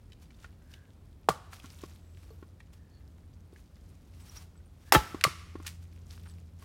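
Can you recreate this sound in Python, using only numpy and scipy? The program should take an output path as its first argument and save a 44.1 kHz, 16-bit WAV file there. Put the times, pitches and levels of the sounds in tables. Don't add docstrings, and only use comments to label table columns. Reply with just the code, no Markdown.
import sys
import numpy as np
from scipy import signal
from scipy.fft import rfft, irfft, next_fast_len
from scipy.io import wavfile
from scipy.ndimage import uniform_filter1d

SR = 44100
rng = np.random.default_rng(int(sys.argv[2]) if len(sys.argv) > 2 else 0)


def file_out(sig):
    cols = np.atleast_2d(sig).T
    lim = np.clip(cols, -1, 1)
    pcm = np.round(lim * 32767).astype(np.int16)
    wavfile.write(sys.argv[1], SR, pcm)


N = 292824
TIME = np.arange(N) / SR
AGE = TIME[:SR // 2]
TOP_HZ = 16200

# (frequency [Hz], relative level [dB], t60 [s])
LOG_MODES = [(343, -4, .05), (549, -3.5, 0.025), (856, -11.5, 0.12), (1328, -29.5, 0.35),
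             (1197, -11.5, .06), (1275, -7, 0.048), (1340, -5, 0.033), (1781, -3.5, 0.029),
             (1990, -13.5, 0.037), (2690, -11, 0.051), (3230, -6.5, 0.032), (3830, -11, 0.055)]
# (time [s], level [dB], contact corner [Hz], higher is harder)
LOG_BLOWS = [(4.9231, -25, 4030), (4.9486, -8, 2603), (4.9555, -11, 4500), (4.96, -12.5, 1110)]
# (resonance [Hz], width [Hz], relative level [dB])
BITE = [(903, 290, 6), (1723, 340, 7.5), (3500, 290, 0), (5130, 420, 0.5), (6400, 600, -9),
        (7500, 750, -6.5), (10400, 2800, -17), (12760, 6900, -14)]
BITE_S, BITE_DB = 4.9225, -9
# (frequency [Hz], relative density [dB per Hz])
TEAR = [(88, -45.5), (150, -15), (383, 2), (2060, -5), (3770, -10.5), (4080, -9.5), (5680, -11.5),
        (8400, -15), (12900, -14.5), (16000, -17)]
TEAR_DB, TEAR_HOLD_S = -21.5, .024

# (frequency [Hz], relative level [dB], t60 [s])
BILLET_MODES = [(470, -9, 0.043), (530, -11, .03), (662, -4, 0.022), (778, -3.5, 0.027), (880, 7.5, 0.0099),
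                (1079, 0.5, 0.015), (1400, -19, 0.062), (2263, -28, .025), (3390, -15, 0.02006),
                (4540, -16.5, 0.022), (4940, -26, .02)]
# (time [s], level [dB], contact corner [Hz])
BILLET_BLOWS = [(1.2876, -8.5, 3500)]
# (frequency [Hz], relative level [dB], t60 [s])
PILE_MODES = [(583, 0.5, 0.01), (1172, -1.5, 0.051), (1170, -31, 0.36), (1300, -17.5, 0.061),
              (2307, -11.5, 0.02), (2780, -20, .05), (3860, -10, 0.037), (4270, -3, .035), (5604, -32, .05)]
# (time [s], level [dB], contact corner [Hz])
PILE_BLOWS = [(1.3042, -19, 1300), (5.2409, -19.5, 9000), (5.249, -10, 1700)]
# (frequency [Hz], relative level [dB], t60 [s])
STEEL_MODES = [(444, 26, .09), (1140, 6, 0.11), (4350, 6, 0.044), (12800, -6, 0.73)]
# (time [s], level [dB], contact corner [Hz])
STEEL_BLOWS = [(2.305, -66.5, 20060)]

# (resonance [Hz], width [Hz], relative level [dB])
CLACK = [(2210, 1600, 8), (4030, 490, 3.5), (7000, 370, -4.5), (8300, 700, -4.5), (10100, 1100, -11),
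         (14300, 2600, -10)]
# (time [s], level [dB], contact length [s], t60 [s], highest frequency [Hz])
CLACKS = [(1.2884, -33.5, 0.0017, 0.029, 7000), (1.2893, -25, 0.00088, 0.022, 9140),
          (5.211, -28.5, 0.00062, 0.019, 4500), (5.2392, -11.5, 0.0018, 0.016, 12100),
          (5.664, -39.5, .002, .022, 12000), (5.677, -40, .002, .035, 10000)]
# (time [s], thud level [dB], thud pitch [Hz], bark knock level [dB])
THUDS = [(1.294, -18, 167, -42), (1.312, -28.5, 124, -51), (1.642, -33, 255, -44),
         (1.8356, -22.5, 344, -40.5), (2.426, -31, 344.4, -48), (3.529, -35, 360, -69),
         (4.953, -16.5, 267, -30), (4.959, -7, 145, -32.5), (4.963, -12.5, 62.4, -34.5),
         (5.145, -17, 310, -36), (5.264, -17, 136.4, -31.5), (5.277, -24, 351, -47),
         (5.554, -21.5, 323, -41.5), (5.6, -30.5, 300, -47.5)]
THUD_CYCLES, BARK_HZ = 6.0, 1093
# (time [s], level [dB], pitch [Hz])
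KNOCKS = [(0.12, -48.5, 3050), (0.13, -48.5, 3050), (.305, -51, 2330), (.444, -40, 1430), (.738, -43, 2940),
          (1.529, -41.5, 1347), (1.598, -45, 2540), (1.859, -50, 5940), (2.603, -47, 1860),
          (3.56, -51, 1710), (5.648, -46, 1430), (6.259, -49.5, 1460), (6.623, -50.5, 1097)]
# (ratio to its pitch, relative level [dB])
KNOCK_MODES = [(1, -0.5), (1.27, -6), (1.72, -14)]
KNOCK_T60_S, KNOCK_REF_HZ, KNOCK_DAMPING = .036, 1500, 0.77

# (time [s], level [dB], t60 [s])
CRUNCHES = [(1.2889, -30, 0.056), (1.3, -45, 0.16), (5.243, -31, .09), (5.666, -38.5, 0.12)]
# (frequency [Hz], relative density [dB per Hz])
CRUMBS = [(500, -27.0), (2000, 1.5), (8500, -2.0), (11500, -6.5), (16000, -10.5)]
# (loudest [s], level [dB], rise over 20 dB [s], fall over 20 dB [s],
# share of snapping litter [0-1])
RUSTLES = [(.23, -61, 0.042, .04, .3), (.44, -61.5, 0.16, .06, 0.64), (.735, -62, 0.081, .05, .3),
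           (1.535, -48, 0.023, .08, .4), (1.65, -56.5, 0.067, .1, 0.52), (1.73, -57.5, 0.073, .1, 0.65),
           (1.829, -58.5, 0.2, .3, 0.62), (2.22, -67, 0.21, .35, .3), (2.731, -63, .015, .07, .3),
           (3.57, -67.5, .07, .18, .4), (3.9, -72.5, 0.33, 0.4, 0.38), (4.3, -58, 0.23, 0.18, .05),
           (4.375, -54.5, 0.1, .1, 0.053), (4.882, -63.5, 0.171, .05, .02),
           (5.671, -50.5, 0.07, 0.079, 0.63), (5.827, -58.5, .01, .02, .5), (5.97, -66, 0.16, .08, .8),
           (6.126, -56.5, 0.075, .14, .5), (6.28, -65, .15, 0.27, .6), (6.63, -60.5, 0.083, .06, .3)]
# (frequency [Hz], relative density [dB per Hz])
LEAVES = [(290, -31), (500, -15.5), (740, -5), (831, -4), (1320, -5.5), (1740, -7.5), (2390, -6.5),
          (5160, -8), (5710, -7), (6420, -10), (11300, -12.5), (16000, -17)]
SNAP_PITCHES_HZ = (1400, 2300, 3400, 4900, 6800, 9300, 13000)
SNAPS_PER_S, SNAP_SPREAD_DB = 130, 3.5
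FLUTTER_DB, FLUTTER_PER_S = 2.02, 87
IDLE_STIR_DB = -81
TWIGS_PER_S, TWIG_DB, TWIG_SPREAD_DB, TWIG_HZ = 4, -63, 4, 2400

# (time [s], length [s], pitch [Hz], level [dB])
BIRDS = [(0.548, 0.42, 1620, -69), (1.896, 0.43, 7750, -80), (2.551, 0.67, 1760, -78),
         (2.886, 0.13, 4380, -72), (4.206, 0.032, 8100, -67.5), (4.289, 0.016, 5690, -51.5),
         (4.354, 0.039, 5700, -51), (4.559, 0.036, 8000, -70.5), (4.646, 0.035, 9000, -72.5),
         (4.812, 0.19, 1676, -66), (6.267, 0.048, 8870, -64.5), (6.29, 0.04, 7900, -65)]
CALL_FILTER_HZ = 280
# (frequency [Hz], level [dB], t60 [s])
TREES = [(100, -28, .8), (450, -27, .8), (850, -28, .8), (1300, -24, .9), (2400, -22, .95),
         (5000, -21.5, .95), (8500, -20, .8), (15000, -25.5, .7)]
# (frequency [Hz], relative level [dB])
TRUNK_COLOUR = [(500, -12), (900, -12), (1200, 0), (2400, -3), (8000, -4), (15000, -10)]
SIDE_COLOUR = [(300, -9.5), (1200, -16.5), (14000, 1.5)]
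# (time [s], level [dB])
DRONE = [(0, -71), (.9, -73), (1.4, -59.5), (4.6, -56), (5.9, -49.5), (6.64, -49)]
DRONE_HZ = 85.1
# (frequency [Hz], relative density [dB per Hz])
AIR = [(13, -51), (22, -22), (37, -6.5), (87, -1.5), (112, -11), (179, -14.5), (469, -27.5), (910, -35.5),
       (1270, -38), (1760, -42), (2320, -44), (4380, -46.5), (6270, -50), (7810, -50.5), (16000, -54.5)]
AIR_DB = -52.5


def axe():
    out = np.zeros(N)
    add(out, BITE_S, undb(BITE_DB) * contact(BITE, fade(0.012, hold=0.002)))
    fibres = unit(colour(crackle(len(AGE), rate=15000, spread_db=0), TEAR))
    add(out, BITE_S + .003, undb(TEAR_DB) * fibres * fade(0.099, hold=TEAR_HOLD_S))
    return out


def struck_modes(modes, blows, size_hz, build_s=0.00037):
    out = np.zeros(N)
    for s, level_db, corner_hz in blows:
        ring = np.zeros(len(AGE))
        for hz, db, t60 in modes:
            gain = undb(db) / np.hypot(1, (hz / corner_hz) ** 2)
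            ring += gain * fade(t60) * np.sin(2 * np.pi * hz * AGE)
        add(out, s, undb(level_db) * ring * (1 - np.exp(-AGE / build_s)))
    return low_cut(out, size_hz)


def clatter():
    out = np.zeros(N)
    for s, db, length, t60, top_hz in CLACKS:
        clack = low_cut(contact(CLACK, fade(t60, hold=length)), 1250, order=3)
        add(out, s, undb(db) * signal.lfilter(*signal.butter(1, top_hz, fs=SR), clack))
    for s, db, hz in KNOCKS:
        add(out, s, undb(db) * knock(hz))
    for s, db, hz, bark_db in THUDS:
        build = 1 - np.exp(-AGE * hz * 2)
        thud = build * fade(THUD_CYCLES / hz) * np.sin(2 * np.pi * hz * AGE)
        add(out, s, undb(db) * thud + undb(bark_db) * knock(BARK_HZ))
    return out


def knock(hz):
    t60 = KNOCK_T60_S * (KNOCK_REF_HZ / hz) ** KNOCK_DAMPING
    modes = sum(undb(db) * np.sin(2 * np.pi * hz * ratio * AGE) for ratio, db in KNOCK_MODES)
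    bark = band(contact([(hz * 0.8, hz, 0)], fade(t60, hold=0.0025)), hz, hz * 3)
    return (fade(t60) * modes + undb(-8) * bark) * (1 - np.exp(-AGE / .0006))


def crunch():
    out = np.zeros(N)
    for s, db, t60 in CRUNCHES:
        snaps = colour(crackle(len(AGE), rate=10000, spread_db=6.0), CRUMBS)
        add(out, s, undb(db) * unit(snaps) * fade(t60))
    return out


def leaves():
    litter_power = np.full(N, undb(IDLE_STIR_DB) ** 2)
    cloth_power = np.zeros(N)
    for s, db, rise, fall, share in RUSTLES:
        drop_db = 20 * np.maximum((s - TIME) / rise, (TIME - s) / fall)
        power = undb(db - drop_db) ** 2
        litter_power += share * power
        cloth_power += (1 - share) * power
    snaps = np.zeros(N)
    for hz in SNAP_PITCHES_HZ:
        snaps += band(crackle(N, rate=SNAPS_PER_S, spread_db=SNAP_SPREAD_DB), hz, 350 + hz / 5)
    litter = np.sqrt(litter_power) * unit(colour(snaps, LEAVES))
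    cloth = np.sqrt(cloth_power) * unit(colour(rng.standard_normal(N), LEAVES))
    return (litter + cloth) * undb(FLUTTER_DB * walk(FLUTTER_PER_S))


def twigs():
    out = np.zeros(N)
    for when, size, octaves in rng.uniform(-1, 1, (int(TWIGS_PER_S * N / SR), 3)):
        tick = undb(TWIG_DB + TWIG_SPREAD_DB * size) * knock(TWIG_HZ * 2 ** octaves)
        add(out, (when + 1) / 2 * TIME[-1], tick)
    return out


def birds():
    out = np.zeros(N)
    for s, length, hz, db in BIRDS:
        size = int(length * SR)
        call = band(band(rng.standard_normal(size), hz, CALL_FILTER_HZ), hz, CALL_FILTER_HZ)
        add(out, s, undb(db) * np.hanning(size) * unit(call))
    return out


def echoes(x, db, t60, spectrum):
    arrivals = crackle(len(AGE), rate=2900, spread_db=5.0) * fade(t60) * (1 - np.exp(-AGE / 0.0041))
    response = colour(arrivals, spectrum)
    return undb(db) * signal.fftconvolve(x, response / np.linalg.norm(response))[:N]


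def trees(x, pile_db, pile_t60, echo_s, echo_db):
    t, out = TIME[:SR], np.zeros(N)
    points, dbs, t60s = np.transpose(TREES)
    swell = (1 - np.exp(-t / 0.014)) * undb(echo_db * np.exp(-((t - echo_s) / .035) ** 2))
    pile = (np.exp(-np.log(1000) * t / pile_t60) * (1 - np.exp(-t / 0.0097))) ** 2
    for (hz, direct), (_, noise) in zip(split(x), split(rng.standard_normal(N))):
        db = np.interp(np.log(hz), np.log(points), dbs)
        t60 = np.interp(np.log(hz), np.log(points), t60s)
        wood_edge = (swell * np.exp(-np.log(1000) * t / t60)) ** 2
        spread = wood_edge / wood_edge.sum() + undb(pile_db) ** 2 * pile / pile.sum()
        power = signal.fftconvolve(direct ** 2, spread)[:N]
        out += undb(db) * np.sqrt(np.maximum(power, 0)) * unit(noise)
    return out


def distance():
    phase = 2 * np.pi * np.cumsum(DRONE_HZ * (1 + .006 * walk(2.7))) / SR
    tone = unit(np.sin(phase) + undb(-13.5) * np.sin(2 * phase))
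    engine = tone * undb(np.interp(TIME, *np.transpose(DRONE)) + 1.5 * walk(6))
    air = unit(colour(rng.standard_normal(N), AIR)) * undb(AIR_DB + .5 * walk(4.5))
    return engine + air


def contact(resonances, envelope):
    push = rng.choice([-1, 1], len(AGE)) * envelope
    x = sum(undb(db) * band(push, hz, width) for hz, width, db in resonances)
    return unit(x) * np.sqrt(np.mean(envelope ** 2))


def crackle(size, rate, spread_db):
    strength = undb(spread_db * np.minimum(rng.exponential(size=size), 4))
    return unit((rng.random(size) < rate / SR) * strength * rng.standard_normal(size))


def fade(t60, hold=0):
    return np.exp(-np.log(1000) * np.maximum(AGE - hold, 0) / t60)


def walk(rate):
    k = int(SR / rate)
    return unit(uniform_filter1d(np.repeat(rng.standard_normal(N // k + 1), k)[:N], k))


def band(x, hz, width):
    k = np.sin(2 * np.pi * hz / SR) * width / hz / 2
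    return signal.lfilter([k, 0, -k], [1 + k, -2 * np.cos(2 * np.pi * hz / SR), 1 - k], x)


def colour(x, spectrum):
    hz, db = np.transpose(spectrum)
    f = np.maximum(np.fft.rfftfreq(len(x), 1 / SR), 1)
    return irfft(rfft(x) * undb(np.interp(np.log(f), np.log(hz), db)), len(x))


def split(x, count=20):
    centres = np.geomspace(200, 16000, count)
    size = next_fast_len(N)
    f, spectrum = np.fft.rfftfreq(size, 1 / SR), rfft(x, size)
    bands = []
    for hz in centres:
        weight = np.interp(f, centres, 1. * (centres == hz))
        bands.append((hz, irfft(spectrum * weight, size)[:N]))
    return bands


def low_cut(x, hz, order=2):
    return signal.sosfilt(signal.butter(order, hz, "high", fs=SR, output="sos"), x)


def undb(db):
    return 10 ** (np.asarray(db) / 20)


def unit(x):
    return x / np.sqrt(np.mean(x ** 2))


def add(out, s, x):
    i = int(s * SR)
    out[i:i + len(x)] += x[:len(out) - i]


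def scene():
    chop = axe() + struck_modes(LOG_MODES, LOG_BLOWS, size_hz=260)
    billet = struck_modes(BILLET_MODES, BILLET_BLOWS, size_hz=300, build_s=0.00066)
    pile = struck_modes(PILE_MODES, PILE_BLOWS, size_hz=450, build_s=0.00057)
    loud = chop + billet + pile + clatter()
    small = struck_modes(STEEL_MODES, STEEL_BLOWS, size_hz=600) + crunch() + leaves() + twigs() + birds()
    wash = trees(loud + small, pile_db=5.5, pile_t60=0.29, echo_s=0.1, echo_db=-2.0)
    trunks = echoes(loud, db=-28, t60=.8, spectrum=TRUNK_COLOUR)
    mid = loud + small + wash + trunks + distance()
    side = echoes(loud, db=-20, t60=.05, spectrum=SIDE_COLOUR) - undb(-26.5) * billet
    return np.array([mid + side, mid - side])


def record(dry):
    rounded = np.tanh(.6 * low_cut(dry, 35, order=4)) / .6
    return signal.sosfilt(signal.ellip(10, .2, 70, TOP_HZ, fs=SR, output="sos"), rounded)


dry = scene()
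out = record(dry)
file_out(out)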